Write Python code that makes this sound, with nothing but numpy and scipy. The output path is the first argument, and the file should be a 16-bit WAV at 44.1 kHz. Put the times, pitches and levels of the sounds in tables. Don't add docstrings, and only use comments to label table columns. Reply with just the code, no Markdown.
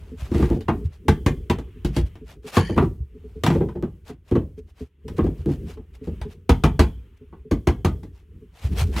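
import sys
import numpy as np
from scipy import signal
from scipy.fft import rfft, irfft, next_fast_len
from scipy.io import wavfile
from scipy.ndimage import uniform_filter1d, map_coordinates

SR = 44100
rng = np.random.default_rng(int(sys.argv[2]) if len(sys.argv) > 2 else 0)


def transcribe(signal):
    frames = np.atleast_2d(signal).T
    limited = np.clip(frames, -1, 1)
    pcm = np.round(limited * 32767).astype(np.int16)
    wavfile.write(sys.argv[1], SR, pcm)


N = 396900


def amp(db):
    return 10 ** (np.asarray(db) / 20)


def unit(x):
    return x / np.sqrt(np.mean(x ** 2) + 1e-20)


def curves(rows, outside_db=-120):
    s, *cols = np.transpose(rows)
    t = np.arange(N) / SR
    return [np.interp(t, s, col, outside_db, outside_db) for col in cols]


def wobble(knots_per_s):
    knots = rng.standard_normal(int(N * knots_per_s / SR) + 4)
    return map_coordinates(knots, [np.arange(N) * knots_per_s / SR])


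# frequency in Hz, left-right correlation 0-1, left over right in dB.
STEREO_IMAGE = [(220, .999, .2), (550, .97, .2), (1400, .85, 1.4), (4500, .72, .9), (11000, .87, .7)]


def noise(spectrum, size=N, ripple_db=0):
    m = next_fast_len(size)
    log_hz = np.log(np.fft.rfftfreq(m, 1 / SR) + 1)
    hz, db = np.transpose(spectrum)
    pair_hz, alike, lead_db = np.transpose(STEREO_IMAGE)
    turn = np.arccos(np.interp(log_hz, np.log(pair_hz), alike)) / 2
    lead = amp(np.interp(log_hz, np.log(pair_hz), lead_db) / 2)
    ripple = unit(uniform_filter1d(rng.standard_normal(len(log_hz)), size=30))
    gain = amp(np.interp(log_hz, np.log(hz + 1), db) + ripple_db * ripple)
    middle, side = rfft(rng.standard_normal((2, m))) * gain * [np.cos(turn), np.sin(turn)]
    return unit(irfft([(middle + side) * lead, (middle - side) / lead], m)[:, :size])


def patchy(x, patchy_db):
    z = signal.stft(x, nperseg=512)[2]
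    field = uniform_filter1d(rng.standard_normal(z.shape[1:]), size=3, axis=0)
    field = uniform_filter1d(field, size=5, axis=1)
    return unit(signal.istft(z * amp(patchy_db * unit(field)), nperseg=512)[1][:, :N])


def add(track, sound, s):
    part = track[:, round(s * SR):][:, :sound.shape[-1]]
    part += sound[..., :part.shape[1]]


# frequency in Hz, relative density in dB per Hz.
AIR_COLOUR = [(500, -28), (900, -1), (3100, -1), (4500, -19.5), (16000, -22)]


def air():
    level_db = -50 + 0.5 * curves(FLOOR_WEIGHT)[0] + 5 * wobble(3.4)
    return amp(level_db) * patchy(noise(AIR_COLOUR), patchy_db=2)


# time in seconds, level in dB.
FAR_TAPS = [(0.122, -33), (0.596, -36), (0.824, -38), (1.055, -36), (1.761, -43), (2.217, -39),
            (2.448, -35), (3.15, -39.5), (3.244, -41), (3.361, -36.5), (4.1, -34), (4.581, -38),
            (4.81, -33), (5.053, -34), (5.774, -38.5), (6.018, -32), (6.255, -31), (7.214, -41),
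            (7.455, -40), (8.42, -44)]
# mean frequency in Hz, mean level in dB.
TAP_TONES = [(252, -2), (430, 0)]


def far_taps():
    out, t = np.zeros((2, N)), np.arange(SR // 10) / SR
    shape = (1 - np.exp(-t / 0.0044)) * np.exp(-(t / 0.035) ** 3)
    for s, db in FAR_TAPS:
        draws = rng.standard_normal((len(TAP_TONES), 3))
        tones = 0
        for (hz, tone_db), (level, pitch, phase) in zip(TAP_TONES, draws):
            tone = np.sin(2 * np.pi * hz * (1 + pitch / 100) * t + np.pi * phase)
            tones = tones + amp(tone_db + 2 * level) * tone
        puff = amp(-5) * noise(CREAK_COLOUR, size=len(t))
        add(out, amp(db) * shape * (tones + puff), s - .005)
    return out


# time in seconds, level in dB.
FLOOR_WEIGHT = [(0, -39), (.3, -37), (1.8, -41.5), (1.95, -35), (2.15, -35.5), (2.35, -47.5), (3.0, -53.5),
                (3.3, -38.5), (4.98, -55.5), (5.1, -33.5), (5.85, -44.5), (6.15, -38), (6.45, -49),
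                (8.6, -45), (8.68, -25.5), (9, -27.5)]
# frequency in Hz, relative density in dB per Hz.
RUMBLE_COLOUR = [(28, -8.5), (59, 7), (97, 0), (190, -56.5)]
# frequency in Hz, relative density in dB per Hz.
CREAK_COLOUR = [(80, -39.5), (140, -0.5), (324, -13), (420, -6), (600, -34.5), (1300, -110)]
JOIST_RE_BOARD_DB, JOIST_T60_S = -12, 0.79


def floor():
    s, board_db = np.transpose(KNOCKS)[:2]
    kick_power = np.bincount((s * SR).astype(int), amp(2 * (board_db + JOIST_RE_BOARD_DB)), N)
    after_power = signal.lfilter([1], [1, -amp(-120 / (JOIST_T60_S * SR))], kick_power)
    level = np.sqrt(amp(2 * curves(FLOOR_WEIGHT)[0]) + after_power)
    lump = wobble(7.6)
    rumble = unit(amp(2.5 * lump) * noise(RUMBLE_COLOUR))
    creak_gain = amp(5 * lump + 1.3 * wobble(15))
    creak = unit(creak_gain * patchy(noise(CREAK_COLOUR), patchy_db=3.5))
    return level * (rumble + amp(-9.5) * creak)


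# start in seconds, level in dB, mode in Hz.
SOFT_THUDS = [(0.222, -14, 69), (0.352, -8, 66.3), (.41, -12, 64), (0.847, -9, 82.9), (1.966, -8.5, 67),
              (2.028, -7.5, 58), (3.004, -12.5, 68.5), (3.475, -4, 147), (3.505, -7.5, 151.3),
              (4.811, -21.5, 69.6), (5.391, -15.5, 79), (5.495, -13.5, 139.4), (5.788, -25.5, 80),
              (6.213, -16, 60.2), (6.495, -4.5, 55.3), (6.638, -8, 56), (8.643, -6.5, 73), (8.813, -5, 85),
              (8.837, -13.5, 81)]
THUD_T60_S = 0.13


def thuds():
    out, t = np.zeros((2, N)), np.arange(SR * 2 // 5) / SR
    for s, db, hz in SOFT_THUDS:
        overtone = np.sin(2 * np.pi * 1.7 * hz * t + rng.uniform(0, 2 * np.pi))
        swing = np.sin(2 * np.pi * hz * t) + amp(-11.0) * overtone
        add(out, amp(db - 60 * t / THUD_T60_S) * (1 - np.exp(-t / 0.0061)) * swing, s)
    return out


# centre in Hz, width before sharpening in Hz, relative level in dB.
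BOARD_RESONANCES = [(1750, 250, 2), (2240, 280, -2.5), (3080, 140, 3.5), (4487, 420, -4), (6200, 600, -14),
                    (7000, 350, -15), (8950, 950, -18.5), (10400, 1100, -19)]
# time in seconds, level in dB.
SKATE_LEVEL = [(2.56, -65.5), (2.6, -37), (2.72, -46.5), (2.77, -53.5)]


def skating():
    m = next_fast_len(N)
    f = np.fft.rfftfreq(m, 1 / SR)
    power = 0
    for centre, width, db in BOARD_RESONANCES:
        response = np.abs(f * width / (centre * centre - f * f + 1j * f * width))
        power = power + amp(2 * db) * response ** 3
    scrape = amp(2.5 * wobble(250)) * noise([(20, 0), (20000, 0)])
    ringing = irfft(rfft(scrape, m) * np.sqrt(power), m)[:, :N]
    return amp(curves(SKATE_LEVEL)[0]) * patchy(ringing, patchy_db=4.5)


# middle in seconds, half length in seconds, hiss level in dB.
RUB_STROKES = [(0.052, 0.083, -65.5), (0.21, 0.027, -50), (0.262, 0.014, -50.5), (0.394, 0.071, -46),
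               (0.462, 0.013, -58), (0.538, 0.037, -57.5), (0.858, 0.013, -59), (0.939, 0.026, -60.5),
               (1.972, 0.032, -46), (2.068, 0.012, -57), (2.302, 0.032, -54), (2.458, 0.021, -56),
               (2.488, 0.015, -42.5), (2.563, 0.029, -33), (2.831, 0.027, -56.5), (3.336, 0.17, -73.5),
               (3.536, 0.041, -51), (4.088, 0.026, -51.5), (4.303, 0.034, -58.5), (4.587, 0.012, -62.5),
               (4.692, 0.017, -64.5), (4.806, 0.037, -58.5), (5.177, 0.01, -49.5), (5.404, 0.027, -62),
               (5.519, 0.028, -52), (5.701, 0.033, -52.5), (5.953, 0.014, -59), (6.051, 0.015, -58),
               (6.318, 0.024, -57), (7.174, 0.0051, -66.5), (8.173, 0.037, -66.5), (8.579, 0.034, -55.5),
               (8.648, 0.028, -45.5), (8.732, 0.018, -52.5), (8.799, 0.027, -33), (8.881, 0.025, -57),
               (8.941, 0.018, -45.5), (8.99, 0.024, -34)]
# frequency in Hz, relative density in dB per Hz.
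HISS_COLOUR = [(1500, -6.5), (2500, 1), (4300, -2.5), (14800, -15), (16400, -32)]
# frequency in Hz, relative density in dB per Hz.
RASP_COLOUR = [(300, -15), (600, -7.5), (3000, -18), (4300, -37), (7000, -120)]
RASP_RE_HISS_DB, RASP_DB_PER_S, LONGEST_PRESS_S = -1.5, 85.5, .07
RUB_PATCH_DB = 1.6


def rubbing():
    t = np.arange(N) / SR
    middle, half, hiss_db = np.transpose(RUB_STROKES)[:, :, None]
    since = (t - middle) / half
    swell = np.exp(-since ** 2 * np.where(since > 0, .6, 1))
    rasp_db = hiss_db + RASP_RE_HISS_DB + RASP_DB_PER_S * np.minimum(half, LONGEST_PRESS_S)
    hiss_level = np.sum(amp(hiss_db) * swell, 0)
    rasp_level = np.sum(amp(rasp_db) * swell, 0)
    catch = wobble(60)
    hiss_grit = amp(0.83 * catch + 2.4 * wobble(400))
    hiss = patchy(hiss_grit * noise(HISS_COLOUR), patchy_db=RUB_PATCH_DB)
    rasp_grit = amp(0.89 * catch + 0.87 * wobble(160))
    rasp = patchy(rasp_grit * noise(RASP_COLOUR), patchy_db=RUB_PATCH_DB)
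    return hiss_level * hiss + rasp_level * rasp


# mean frequency in Hz, mean level in dB, t60 before hand damping in seconds.
WALL_MODES = [(54, -8, .3), (80, -1, .2), (140, -7, .18), (240, -4, .15), (345, 2, .14), (450, -6, .12),
              (607, -19, .08), (813, -11, .08), (945, -16, .07), (1160, -18, .06), (1570, -22, .06),
              (1985, -22, .06)]


def wall_ring(t):
    hz, mode_db, t60_s = np.transpose(WALL_MODES)[:, :, None]
    level_draw, pitch_draw = rng.standard_normal((2, len(WALL_MODES), 1))
    strength = amp(mode_db + 3 * level_draw) * amp(-60 * t / t60_s)
    modes = np.sum(strength * np.sin(2 * np.pi * hz * (1 + 0.017 * pitch_draw) * t), 0)
    modes = modes * (0.51 + amp(-60 * t / 0.53))
    bounces = (rng.uniform(0.00392, .022, 3) * SR).astype(int)
    return modes + sum(amp(-8.5) * np.pad(modes, (k, 0))[:len(t)] for k in bounces)


# start in seconds, board level in dB, rap re board in dB, crack re board in dB.
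KNOCKS = [(0.315, -18.5, -26, -36), (0.344, -16.5, -20.5, -27), (0.394, -17.5, -24, -38.5),
          (0.425, -14, -16, -35), (0.502, -14, -24.5, -53), (0.555, -25.5, -32, -54),
          (0.607, -43, -8, -4.5), (0.682, -15.5, -5.5, -29), (1.082, -10.5, -6.5, -16.5),
          (1.262, -14, -9.5, -14.5), (1.498, -14, -8, -17),
          (1.585, -31, -9.5, -17.5),(1.847, -18.5, -18, -18.5), (1.964, -18, -15.5, -15),
          (2.154, -43.5, -8, -13.5), (2.568, -11, -7, -17.5), (2.693, -20.5, -21, -32),
          (2.763, -18, -17.5, -34), (2.777, -13, -2.5, -32), (2.82, -16.5, -16, -46.5),
          (3.436, -19.5, -4.5, -6.5), (3.463, -17.5, -2, -10.5), (3.501, -16, -9.5, -24.5),
          (3.547, -16, -21.5, -37.5), (3.603, -15.5, -21.5, -49.5), (3.685, -29.5, -12, -32.5),
          (3.752, -26.5, -25, -44), (3.826, -19.5, -19.5, -43), (4.094, -39, -7.5, -19),
          (4.313, -14.5, -23.5, -41.5), (4.352, -15, -17, -34), (5.08, -35.5, -9.5, -11),
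          (5.184, -13, -13.5, -48.5), (5.239, -16, -32, -41.5), (5.261, -21.5, -21, -37),
          (5.46, -17.5, -34, -40), (5.485, -19.5, -24, -49), (5.771, -40, -13.5, -29.5),
          (6.071, -22.5, -36, -35.5), (6.214, -41.5, 2.5, -4.5), (6.493, -10, -7.5, -16),
          (6.637, -11, -7.5, -16), (6.793, -11, -8.5, -14), (7.325, -40.5, -7.5, -45),
          (7.512, -15, -15.5, -23.5), (7.671, -13.5, -10, -17.5), (7.847, -14.5, -9.5, -18.5),
          (8.031, -38, -14.5, -19), (8.963, -28.5, -4.5, -8.5)]
# low edge in Hz, high edge in Hz, main t60 in seconds, power share of dense rattle 0-1.
KNOCK_REGISTERS = [(47, 180, 0.34, 0.3), (135, 526, 0.21, 0.62), (625, 1260, 0.15, 0.84),
                   (1445, 3590, 0.17, 0.7), (2840, 23000, 0.12, 1)]
# frequency in Hz, relative density in dB per Hz.
RATTLE_COLOUR = [(21, -30), (35, 4), (272, -4), (351, -7.5), (572, -19), (798, -13.5), (2010, -23),
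                 (16000, -50.5)]
# frequency in Hz, relative density in dB per Hz.
SHIMMER_COLOUR = [(2900, -41), (3080, -2), (3240, -12.5), (3400, -2.5), (3600, -40.5), (7600, -44)]
THUMP_RE_BOARD_DB, THUMP_PER_CRACK = 3, 0.14
SNAP_RE_RAP_DB, SNAP_SHARE = -3.5, 0.28
# start in seconds, end in seconds.
LOOSE_SPAN = (2.5, 4.5)
LOOSE_THUMP_DB, LOOSE_LOW_HZ = -2, 90


def knocks():
    out, t = np.zeros((2, N)), np.arange(SR // 3) / SR
    bands = [signal.butter(3, [low, min(high, TOP_HZ)], "bandpass", fs=SR, output="sos")
             for low, high, *_ in KNOCK_REGISTERS]
    thin = signal.butter(3, [LOOSE_LOW_HZ, KNOCK_REGISTERS[0][1]], "bandpass", fs=SR, output="sos")
    for s, board_db, rap_db, crack_db in KNOCKS:
        loose = LOOSE_SPAN[0] < s < LOOSE_SPAN[1]
        modes = wall_ring(t)
        rise_s = min(0.00098 * amp(-.55 * (crack_db + 20)), .007)
        rise = 1 - np.exp(-t / rise_s)
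        jolts_db = 0.61 * np.interp(t, np.linspace(0, t[-1], 40), rng.standard_normal(40))
        uneven = rise * amp(jolts_db)
        shimmer_db = board_db + crack_db - 25 - 60 * t / .5
        add(out, amp(shimmer_db) * noise(SHIMMER_COLOUR, size=len(t)), s)

        thump_db = THUMP_RE_BOARD_DB + THUMP_PER_CRACK * crack_db + LOOSE_THUMP_DB * loose
        snap_db = rap_db + SNAP_RE_RAP_DB + SNAP_SHARE * (crack_db - rap_db)
        levels_db = [board_db + re_board for re_board in (thump_db, 0, rap_db, snap_db, crack_db)]
        knock_bands = [thin if loose else bands[0]] + bands[1:]
        for band, db, (_, _, t60_s, share) in zip(knock_bands, levels_db, KNOCK_REGISTERS):
            fall = amp(-60 * t / t60_s)
            fall += amp(-31.5 - 60 * t / (3.1 * t60_s))
            fall += 0.79 * amp(0.1 * (crack_db + 8.0)) * amp(-60 * t / (0.11 * t60_s))
            shaken = noise(RATTLE_COLOUR, size=len(t), ripple_db=4.0) * fall * uneven
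            rattle = unit(signal.sosfilt(band, shaken))
            ring = unit(signal.sosfilt(band, modes * rise))
            both = np.sqrt(share) * rattle + np.sqrt(1 - share) * ring
            loudest = np.sqrt(np.max(uniform_filter1d(both[0] ** 2, size=SR // 100)))
            add(out, amp(db) * both / loudest * np.sqrt(1 - t / t[-1]), s)
    return out


def scene():
    return air() + far_taps() + floor() + thuds() + skating() + rubbing() + knocks()


TOP_HZ = 16300


def record(dry):
    x = signal.sosfilt(signal.butter(2, 40, "highpass", fs=SR, output="sos"), dry)
    x = x / (1 + np.abs(x / .85) ** 4) ** (1 / 4)
    m = next_fast_len(N + SR // 2)
    kept = np.fft.rfftfreq(m, 1 / SR) < TOP_HZ
    return irfft(rfft(x, m) * kept, m)[:, :N]


dry = scene()
out = record(dry)
transcribe(out)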